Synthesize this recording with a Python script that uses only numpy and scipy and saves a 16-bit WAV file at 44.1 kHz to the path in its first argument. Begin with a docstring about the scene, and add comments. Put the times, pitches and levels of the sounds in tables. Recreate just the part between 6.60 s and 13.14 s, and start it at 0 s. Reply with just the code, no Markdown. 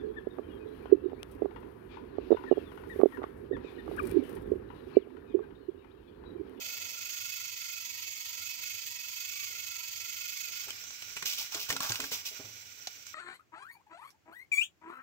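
"""Two battery toy engines push nose to nose on a raised plastic track in a small furnished room with a low hum.
First dull rolling, then loaded gears: tooth noise and whine through shell modes, throbbing with each turn.
At 4 s a hand lifts that engine away; the other whirrs on, unloaded: smoother tooth noise, one moving bright band.
It tips off the rail and clatters down on the carpet: noise bursts ringing modes for knocks and thuds,
stick-slip noise for scrapes. It is picked up, its motor still running."""
import sys
import numpy as np
from scipy import signal
from scipy.fft import rfft, irfft
from scipy.io import wavfile
from scipy.ndimage import uniform_filter1d

SR = 44100
rng = np.random.default_rng(int(sys.argv[2]) if len(sys.argv) > 2 else 0)


def dump_mix(stems):
    """Bounce the given channels to the path in sys.argv[1] as a 16-bit WAV at rate SR."""
    frames = np.atleast_2d(stems).T  # one column per channel
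    limited = np.clip(frames, -1, 1)  # hard clip at full scale
    pcm = np.round(limited * 32767).astype(np.int16)
    wavfile.write(sys.argv[1], SR, pcm)


N = 288414


def gain_of(db):
    """Decibels to amplitude gain."""
    return 10 ** (np.asarray(db) / 20)


def evened(x):
    """Scales to rms 1."""
    return x / np.sqrt(np.mean(x ** 2) + 1e-20)


def read(points, hz):
    """Interpolates a spectrum on a log-frequency axis."""
    f, value = np.transpose(points)
    return np.interp(np.log(hz + 1), np.log(f + 1), value)


def add(mix, start_s, sound):
    """Mixes a sound in at start_s, cut at the end of the mix."""
    part = mix[..., round(start_s * SR):][..., :sound.shape[-1]]
    part += sound[..., :part.shape[-1]]


def wander(hz):
    """Slow random curve, rms 1: noise averaged twice over half a period of hz."""
    span = max(int(SR / hz / 2), 1)
    return evened(uniform_filter1d(uniform_filter1d(rng.standard_normal(N), span), span))


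def spread_noise(length, alike):
    """Noise from many points of a toy reaches the two ports only partly alike."""
    shared = rng.standard_normal(length)
    own = rng.standard_normal((2, length))
    alike = np.clip(alike, 0, 1)
    return np.sqrt(alike) * shared + np.sqrt(1 - alike) * own


def body(x, colour, modes=()):
    """Minimum-phase filter: a broad colour (Hz, dB) with resonances (Hz, width Hz, dB) on it."""
    hz = np.fft.rfftfreq(4096, 1 / SR)
    power = gain_of(read(colour, hz)) ** 2
    for f, width_hz, db in modes:
        power = power + gain_of(db) ** 2 / (1 + (2 * (hz - f) / width_hz) ** 2) ** 2
    log_gain = np.log(power + 1e-10) / 2
    circle = np.concatenate([log_gain, log_gain[-2:0:-1]])
    # the Hilbert transform of the log gain gives the phase
    taps = np.fft.ifft(np.exp(np.conj(signal.hilbert(circle)))).real[:2048]
    taps = taps.reshape((1,) * (x.ndim - 1) + (-1,))
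    return signal.oaconvolve(x, taps, axes=-1)[..., :x.shape[-1]]


def ring(modes_hz, hz, reach_octaves, linger, t):
    """Damped modes, strongest near hz; t60 = linger / sqrt(Hz), so high modes die first."""
    modes_hz = np.array(modes_hz) * rng.uniform(0.92, 1.03, len(modes_hz))
    sound = 0
    for f in modes_hz:
        strength = np.exp(-(np.log2(f / hz) / reach_octaves) ** 2)
        decay = gain_of(-60 * t * np.sqrt(f) / linger)
        sound = sound + strength * decay * np.sin(2 * np.pi * f * t)
    return sound / abs(sound).max()


def resonate(x, hz, width_hz):
    """One-pole resonance that follows the curve hz: shift down, low-pass, shift back."""
    turn = np.exp(2j * np.pi * np.cumsum(hz) / SR)
    r = np.exp(-np.pi * width_hz / SR)
    return 2 * (turn * signal.lfilter([1 - r], [1, -r], x / turn)).real


def mesh(teeth, sharp):
    """Rattle that starts as each tooth lands and dies away until the next."""
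    landing = 1 + sharp * np.exp(-(teeth % 1) / 0.79)
    return evened(spread_noise(N, 0.013) * landing * gain_of(0.11 * wander(350)))


def room(x, t60_s, wet_db):
    """Direct sound, the far port a little late, and a short sparse tail that differs at each port."""
    taps = np.zeros((2, 8000))
    at = np.arange(40, 7980, 20) + rng.integers(0, 20, (2, 397))
    np.put_along_axis(taps, at, rng.choice([-1., 1.], at.shape), 1)
    taps *= gain_of(-60 * np.arange(8000) / SR / t60_s)
    taps *= gain_of(wet_db) / np.linalg.norm(taps[0])
    taps[0, 0] = taps[1, 6] = 1  # direct sound, 6 samples later at the second port
    return signal.oaconvolve(x * np.ones((2, 1)), taps, axes=1)[:, :N] / np.linalg.norm(taps[0])


# Spectrum of the house hum. Each row: frequency in Hz, density in dB per Hz (relative).
HUM_COLOUR = [(20, -58), (97, 5.5), (166, -14.5), (277, -6), (375, -17), (426, -7), (900, -15.5),
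              (1300, -68)]
# Each row: frequency in Hz, left-right likeness (-1 to 1).
HUM_LIKENESS = [(60, 0.77), (950, 0.19), (15000, -0.08)]
HUM_DB = -70


def hum():
    """Low noise of the house, partly alike at both microphone ports."""
    hz = np.fft.rfftfreq(N, 1 / SR)
    left, other = rfft(rng.standard_normal((2, N)))
    same = np.clip(read(HUM_LIKENESS, hz), -1, 1)
    right = same * left + np.sqrt(1 - same ** 2) * other
    both = np.array([left, right]) * gain_of(read(HUM_COLOUR, hz))
    return gain_of(HUM_DB) * evened(irfft(both, N)) * gain_of(2 * wander(12))


# Wheels rumbling while the pair still rolls. Each row: time in seconds, level in dB.
ROLL_LEVEL = [(0, -62.5), (.4, -72), (.6, -77)]


def rolling(t):
    """Dull rumble of wheels in the rail: band-passed noise, fading."""
    band = signal.butter(2, [200, 750], "bandpass", fs=SR, output="sos")
    s, db = np.transpose(ROLL_LEVEL)
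    rumble = evened(signal.sosfilt(band, spread_noise(N, 0.73)))
    return rumble * gain_of(np.interp(t, s, db, right=-120))


# Soft thuds. Each row: start in seconds, level in dB, pitch region that rings in Hz, t60 there in seconds.
THUD_EVENTS = [(4.066, -52, 450, 0.37), (4.624, -50.5, 393, 0.2), (4.943, -42, 604, 0.25),
               (4.951, -48, 270, 0.1), (5.093, -37, 110, 0.09), (5.116, -40, 284, 0.36),
               (5.298, -36, 152, 0.13), (5.393, -34.5, 310, 0.096), (5.424, -43.5, 294, 0.26),
               (5.515, -38, 420, 0.1), (5.71, -52, 560, 0.21), (5.792, -41, 520, 0.15),
               (5.84, -49, 110, 0.26), (5.88, -56, 111, 0.33)]
# Modes of floor, pillar and rail in Hz.
GROUND_HZ = [115.3, 284, 428.5, 659]


def thuds():
    """A soft blow rings floor and rail, with a muffled puff."""
    out, t = np.zeros(N), np.arange(12000) / SR
    band = signal.butter(2, [130, 750], "bandpass", fs=SR, output="sos")
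    for s, db, hz, t60_s in THUD_EVENTS:
        puff = evened(signal.sosfilt(band, rng.standard_normal(len(t)))) * gain_of(-60 * t / t60_s)
        modes = ring(GROUND_HZ, hz, 0.7, t60_s * np.sqrt(hz), t)
        attack = np.minimum(t / 0.005, 1)
        add(out, s, gain_of(db - 2.5) * attack * (modes + 0.55 * puff))
    return out


# Plastic knocks. Each row: start in seconds, level in dB, pitch region that rings in Hz,
# time scale of the clatter in seconds.
KNOCK_EVENTS = [(4.077, -39, 1500, 0.014), (4.105, -26.5, 3180, 0.0011), (4.239, -39, 7000, 0.0012),
                (4.305, -39, 6160, 0.0031), (4.418, -37, 3540, 0.008), (4.561, -32.5, 2930, 0.012),
                (4.622, -29.5, 2370, 0.0063), (4.653, -31.5, 5500, 0.0076), (4.943, -29, 5870, 0.0071),
                (5.099, -22, 1980, 0.0072), (5.125, -27.5, 4750, 0.0023), (5.163, -24.5, 1600, 0.0038),
                (5.203, -24.5, 1330, 0.004), (5.241, -33.5, 1500, 0.011), (5.293, -29, 7000, 0.0032),
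                (5.303, -32, 1420, 0.0036), (5.319, -26.5, 5950, 0.00233), (5.355, -26, 3900, 0.0035),
                (5.399, -26.5, 2390, 0.0056), (5.437, -29, 2230, 0.0059), (5.516, -31, 2490, 0.0028),
                (6.27, -30, 5560, 0.0036), (6.272, -40, 810, 0.0018), (6.466, -40.5, 5800, 0.002)]
# Broad colour of the crack. Each row: frequency in Hz, gain in dB.
CRACK_COLOUR = [(150, -64), (500, -1.5), (1000, 7.5), (3000, 19), (6500, 14), (15000, 1)]
# Modes of the toy in Hz.
PLASTIC_HZ = [800, 1120, 1420, 1820, 2230, 2600, 3200, 4600, 5450, 6700]


def knocks():
    """A short clatter: a wide crack, and the damped ring of the part that was hit."""
    out, t = np.zeros((2, N)), np.arange(3000) / SR
    for s, db, hz, length_s in KNOCK_EVENTS:
        u = t / max(length_s, .0008)
        envelope = np.minimum(u / 0.6, 1) ** 2 * np.exp(-u ** 1.3)
        clatter = spread_noise(len(t), 0.63) * envelope
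        crack = body(clatter, CRACK_COLOUR, [(hz, .8 * hz, 13)])
        ringing = ring(PLASTIC_HZ, hz, 0.45, 0.9, t)
        modes = signal.oaconvolve(clatter, ringing[None], axes=1)[:, :len(t)]
        crack = crack / abs(crack.mean(0)).max()
        modes = modes / abs(modes.mean(0)).max()
        add(out, s, gain_of(db) * (crack + 0.6 * modes))
    return out


# Wheels and fingers scraping plastic. Each row: start in seconds, held time in seconds, level in dB,
# share of the hollow rail in dB.
SCRAPE_STROKES = [(4.651, 0.016, -35, -44), (4.691, 0.043, -42.5, -52), (4.773, 0.037, -41, -19),
                  (4.913, 0.063, -46.5, -8.5), (4.994, 0.021, -41, -46), (5.082, 0.018, -39.5, -8.5),
                  (5.209, 0.058, -41.5, -5), (5.285, 0.091, -46.5, -9), (5.41, 0.048, -45.5, -18),
                  (5.508, 0.038, -40.5, -14.5), (5.65, 0.015, -40.5, -29)]
# Bright plastic. Each row: frequency in Hz, gain in dB.
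BRIGHT_COLOUR = [(1400, -27), (2400, 6.5), (4000, 3.5), (6000, -18.5), (15000, -2.5)]
# Shell singing under the stroke. Each row: frequency in Hz, width in Hz, gain in dB.
BRIGHT_MODES = [(2540, 110, -1), (5360, 2900, 7)]
# Hollow rail. Each row: frequency in Hz, gain in dB.
RAIL_COLOUR = [(100, -12), (300, -10), (1100, 12), (1700, 11.5), (3500, -17)]
SCRAPE_ATTACK_S, SCRAPE_RELEASE_DB_PER_S = 0.0095, 234


def scraping(t):
    """Dense stick-slip grains into bright plastic and hollow rail; each stroke rises, holds and dies."""
    slips = spread_noise(N, .55) * gain_of(1.8 * wander(300) + wander(60))
    bright = evened(body(slips, BRIGHT_COLOUR, BRIGHT_MODES))
    hollow = evened(body(slips, RAIL_COLOUR))
    out = np.zeros((2, N))
    for s, held_s, db, hollow_db in SCRAPE_STROKES:
        rise = np.clip((t - s) / SCRAPE_ATTACK_S, 0, 1)
        release_db = SCRAPE_RELEASE_DB_PER_S * np.maximum(t - s - held_s, 0)
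        out += rise * gain_of(db - release_db) * (bright + gain_of(hollow_db) * hollow)
    return out


# Engine with its wheels free. Each row: time in seconds, level in dB.
IDLE_LEVEL = [(3.9, -55), (4.22, -51), (5.6, -51), (6.0, -55)]
# Its shell resonances. Each row: frequency in Hz, width in Hz, gain in dB.
IDLE_MODES = [(2356, 190, 6.5), (5530, 3100, -1.5), (7500, 160, 2), (1440, 83, 3)]
# Broad colour between them. Each row: frequency in Hz, gain in dB.
IDLE_BROAD = [(700, -13.5), (1200, -7.5), (2000, 1.5), (4000, 1.5), (6000, -0.5), (8000, -23.5),
              (15000, -5)]
# Bright band of the free motor, moving as the toy turns.
# Each row: time in seconds, frequency in Hz, level in dB.
CAN_BAND = [(4.2, 5300, -10), (4.3, 6070, -0.5), (4.359, 5400, -10), (4.56, 5700, -7), (5.5, 5400, -14),
            (5.9, 5660, -9)]
IDLE_TEETH_PER_S, IDLE_FADE_IN_DB_PER_S = 420, 40


def idle_engine(t):
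    """Unloaded gears: a lighter, smoother rattle with one bright band that moves."""
    teeth = IDLE_TEETH_PER_S * t + 0.19 * wander(31)
    drive = mesh(teeth, sharp=0.9) * gain_of(1.4 * wander(38) + 0.6 * wander(12))
    at, hz, can_db = np.transpose(CAN_BAND)
    hz = np.interp(t, at, hz)
    can = evened(resonate(resonate(drive, hz, 900), hz, 900)) * gain_of(np.interp(t, at, can_db))
    s, db = np.transpose(IDLE_LEVEL)
    level_db = np.interp(t, s, db) - IDLE_FADE_IN_DB_PER_S * np.maximum(s[0] - t, 0)
    return (evened(body(drive, IDLE_BROAD, IDLE_MODES)) + can) * gain_of(level_db)


# Crown gear as the wheels grip and slip. Each row: time in seconds, speed in turns per second before drag.
CROWN_SPEED = [(0, 26.33), (.3, 23.85), (.5, 26.02), (1.1, 25.01), (1.25, 23.45), (1.57, 22.0),
               (1.87, 24.98), (2.12, 25.75), (2.27, 22.86), (2.48, 23.28), (2.78, 27.44), (3.1, 24.81),
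               (3.27, 23.07), (3.72, 26.07), (4.04, 25.71), (4.15, 17.39)]
# Times in seconds when one spot of the wheel drags: the gears slow for a moment and quieten.
DRAG_TIMES_S = [0, .953, 1.971, 2.939, 3.908]
# Whine of the teeth. Each row: multiple of the tooth rate, level in dB against the rattle before the shell.
WHINE_TONES = [(3, -3), (4, -9.5), (5, -17), (6, -16), (7, -14.5)]
# Resonances of shell and rail. Each row: frequency in Hz, width in Hz, gain in dB.
PUSH_MODES = [(975.3, 63, -22), (1383, 196, -13.5), (1810, 32.4, -3.5), (2192, 29, 2.5), (3147, 113, 4.5),
              (3426, 320, 0), (4460, 136, 8.5), (4640, 156, 7), (6615, 166, 11), (14360, 1500, -0.5)]
# Broad colour between them. Each row: frequency in Hz, gain in dB.
PUSH_BROAD = [(800, -89), (1170, -68), (1550, -20), (2050, -5), (2400, -3.5), (4000, -2.5), (5600, -3.5),
              (7300, 0), (12000, -2), (15000, -13.5)]
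# Motor brushes ringing the can. Each row: frequency in Hz, width in Hz, gain in dB.
BRUSH_MODES = [(5230, 2000, 4), (6517, 380, 6)]
CROWN_TEETH, PINION_TEETH, FIRST_TURN = 14, 8, -.46
DRAG_SAG_TURNS_PER_S, DRAG_WIDTH_S, DRAG_DB = 1.82, .049, -2
CASE_HZ, CASE_WAVER_HZ, CASE_DB = 2585, 35.2, -10
PUSH_DB, DB_PER_TURN_PER_S = -47, 0.5
LIFT_S, LIFT_DB_PER_S = 4.01, 76  # the hand lifts it off and away


def pushing_engine(t):
    """Loaded gears; crown and pinion run out of true, so the whirr throbs once a turn of each."""
    s, turns_per_s = np.transpose(CROWN_SPEED)
    drag = sum(np.exp(-((t - at) / DRAG_WIDTH_S) ** 2) for at in DRAG_TIMES_S)
    grip = np.interp(t, s, turns_per_s)
    speed = grip - DRAG_SAG_TURNS_PER_S * drag
    crown = FIRST_TURN + np.cumsum(speed) / SR
    teeth = CROWN_TEETH * crown + 0.083 * wander(41.2)  # backlash: teeth land early or late
    pinion = np.cos(2 * np.pi * teeth / PINION_TEETH)
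    # a short dip each crown turn
    throb_db = 2.7 * (np.cos(2 * np.pi * crown) - .35 * np.cos(4 * np.pi * crown)) + .6 * pinion

    rattle = mesh(teeth, sharp=1.1) * gain_of(throb_db + 0.8 * wander(30))
    # the second difference reshapes the treble of the rattle, with its own slightly deeper throb
    rattle = rattle + .6 * np.diff(rattle * gain_of(.15 * throb_db), 2, prepend=0., append=0.)
    whine = 0
    for k, db in WHINE_TONES:
        tone_gain = gain_of(db + 2.74 * wander(8.4))
        whine = whine + tone_gain * np.cos(2 * np.pi * (k * teeth + rng.random((2, 1)) / 4))
    drive = rattle + whine * gain_of(1.8 * throb_db)

    # the gearbox case sings in beats, once a crown turn
    case_turns = np.cumsum(CASE_HZ + CASE_WAVER_HZ * wander(40.9)) / SR
    case = np.cos(2 * np.pi * (case_turns + rng.random((2, 1)) / 4))
    beats = case * gain_of(CASE_DB + 2 * throb_db + 2.2 * wander(15))

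    # motor hiss, steadier than the gears
    hiss_db = 1.2 * np.cos(2 * np.pi * (crown + 0.22)) + 1.5 * pinion
    hiss = body(spread_noise(N, 1.0) * gain_of(hiss_db), [(100, -76), (15000, -59)], BRUSH_MODES)

    whirr = evened(body(drive, PUSH_BROAD, PUSH_MODES)) + beats + hiss
    level_db = PUSH_DB + DRAG_DB * drag ** 2 + DB_PER_TURN_PER_S * (grip - turns_per_s.mean())
    return whirr * gain_of(level_db - LIFT_DB_PER_S * np.maximum(t - LIFT_S, 0))


def scene():
    """Engines, handling and house hum; the fallen toy lies nearer the left port."""
    t = np.arange(N) / SR
    handling = (scraping(t) + knocks()) * gain_of([[1.5], [-1.5]])
    toys = pushing_engine(t) + idle_engine(t) + handling
    near = room(toys, t60_s=.08, wet_db=-7)
    low = room(thuds(), t60_s=.08, wet_db=-13)
    return gain_of(3.0) * near + low + rolling(t) + hum()


# Each row: frequency in Hz, left over right in dB.
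PORT_BALANCE = [(100, -0.5), (1400, -3), (2000, 0), (2600, -12), (3300, 0.5), (5000, -6), (7500, -15.5),
                (12000, -3.5)]
# Treble colour of the whole sound. Each row: frequency in Hz, gain in dB.
TREBLE_COLOUR = [(7600, 1), (8400, 2), (8900, -16), (9850, 4), (10900, 0.5), (11400, -11), (11750, 8.5),
                 (14000, 4.5)]
EDGE_HZ = 15740


def record(dry):
    """Port balance, the notched treble colour, then the band limit."""
    hz = np.fft.rfftfreq(N, 1 / SR)
    balance = gain_of(np.outer([.5, -.5], read(PORT_BALANCE, hz)))
    coloured = body(irfft(rfft(dry) * balance, N), TREBLE_COLOUR)
    low_pass = signal.firwin(1023, EDGE_HZ, window=("kaiser", 9), fs=SR)
    return signal.oaconvolve(coloured, low_pass[None], "same")


dry = scene()
out = record(dry)
dump_mix(out)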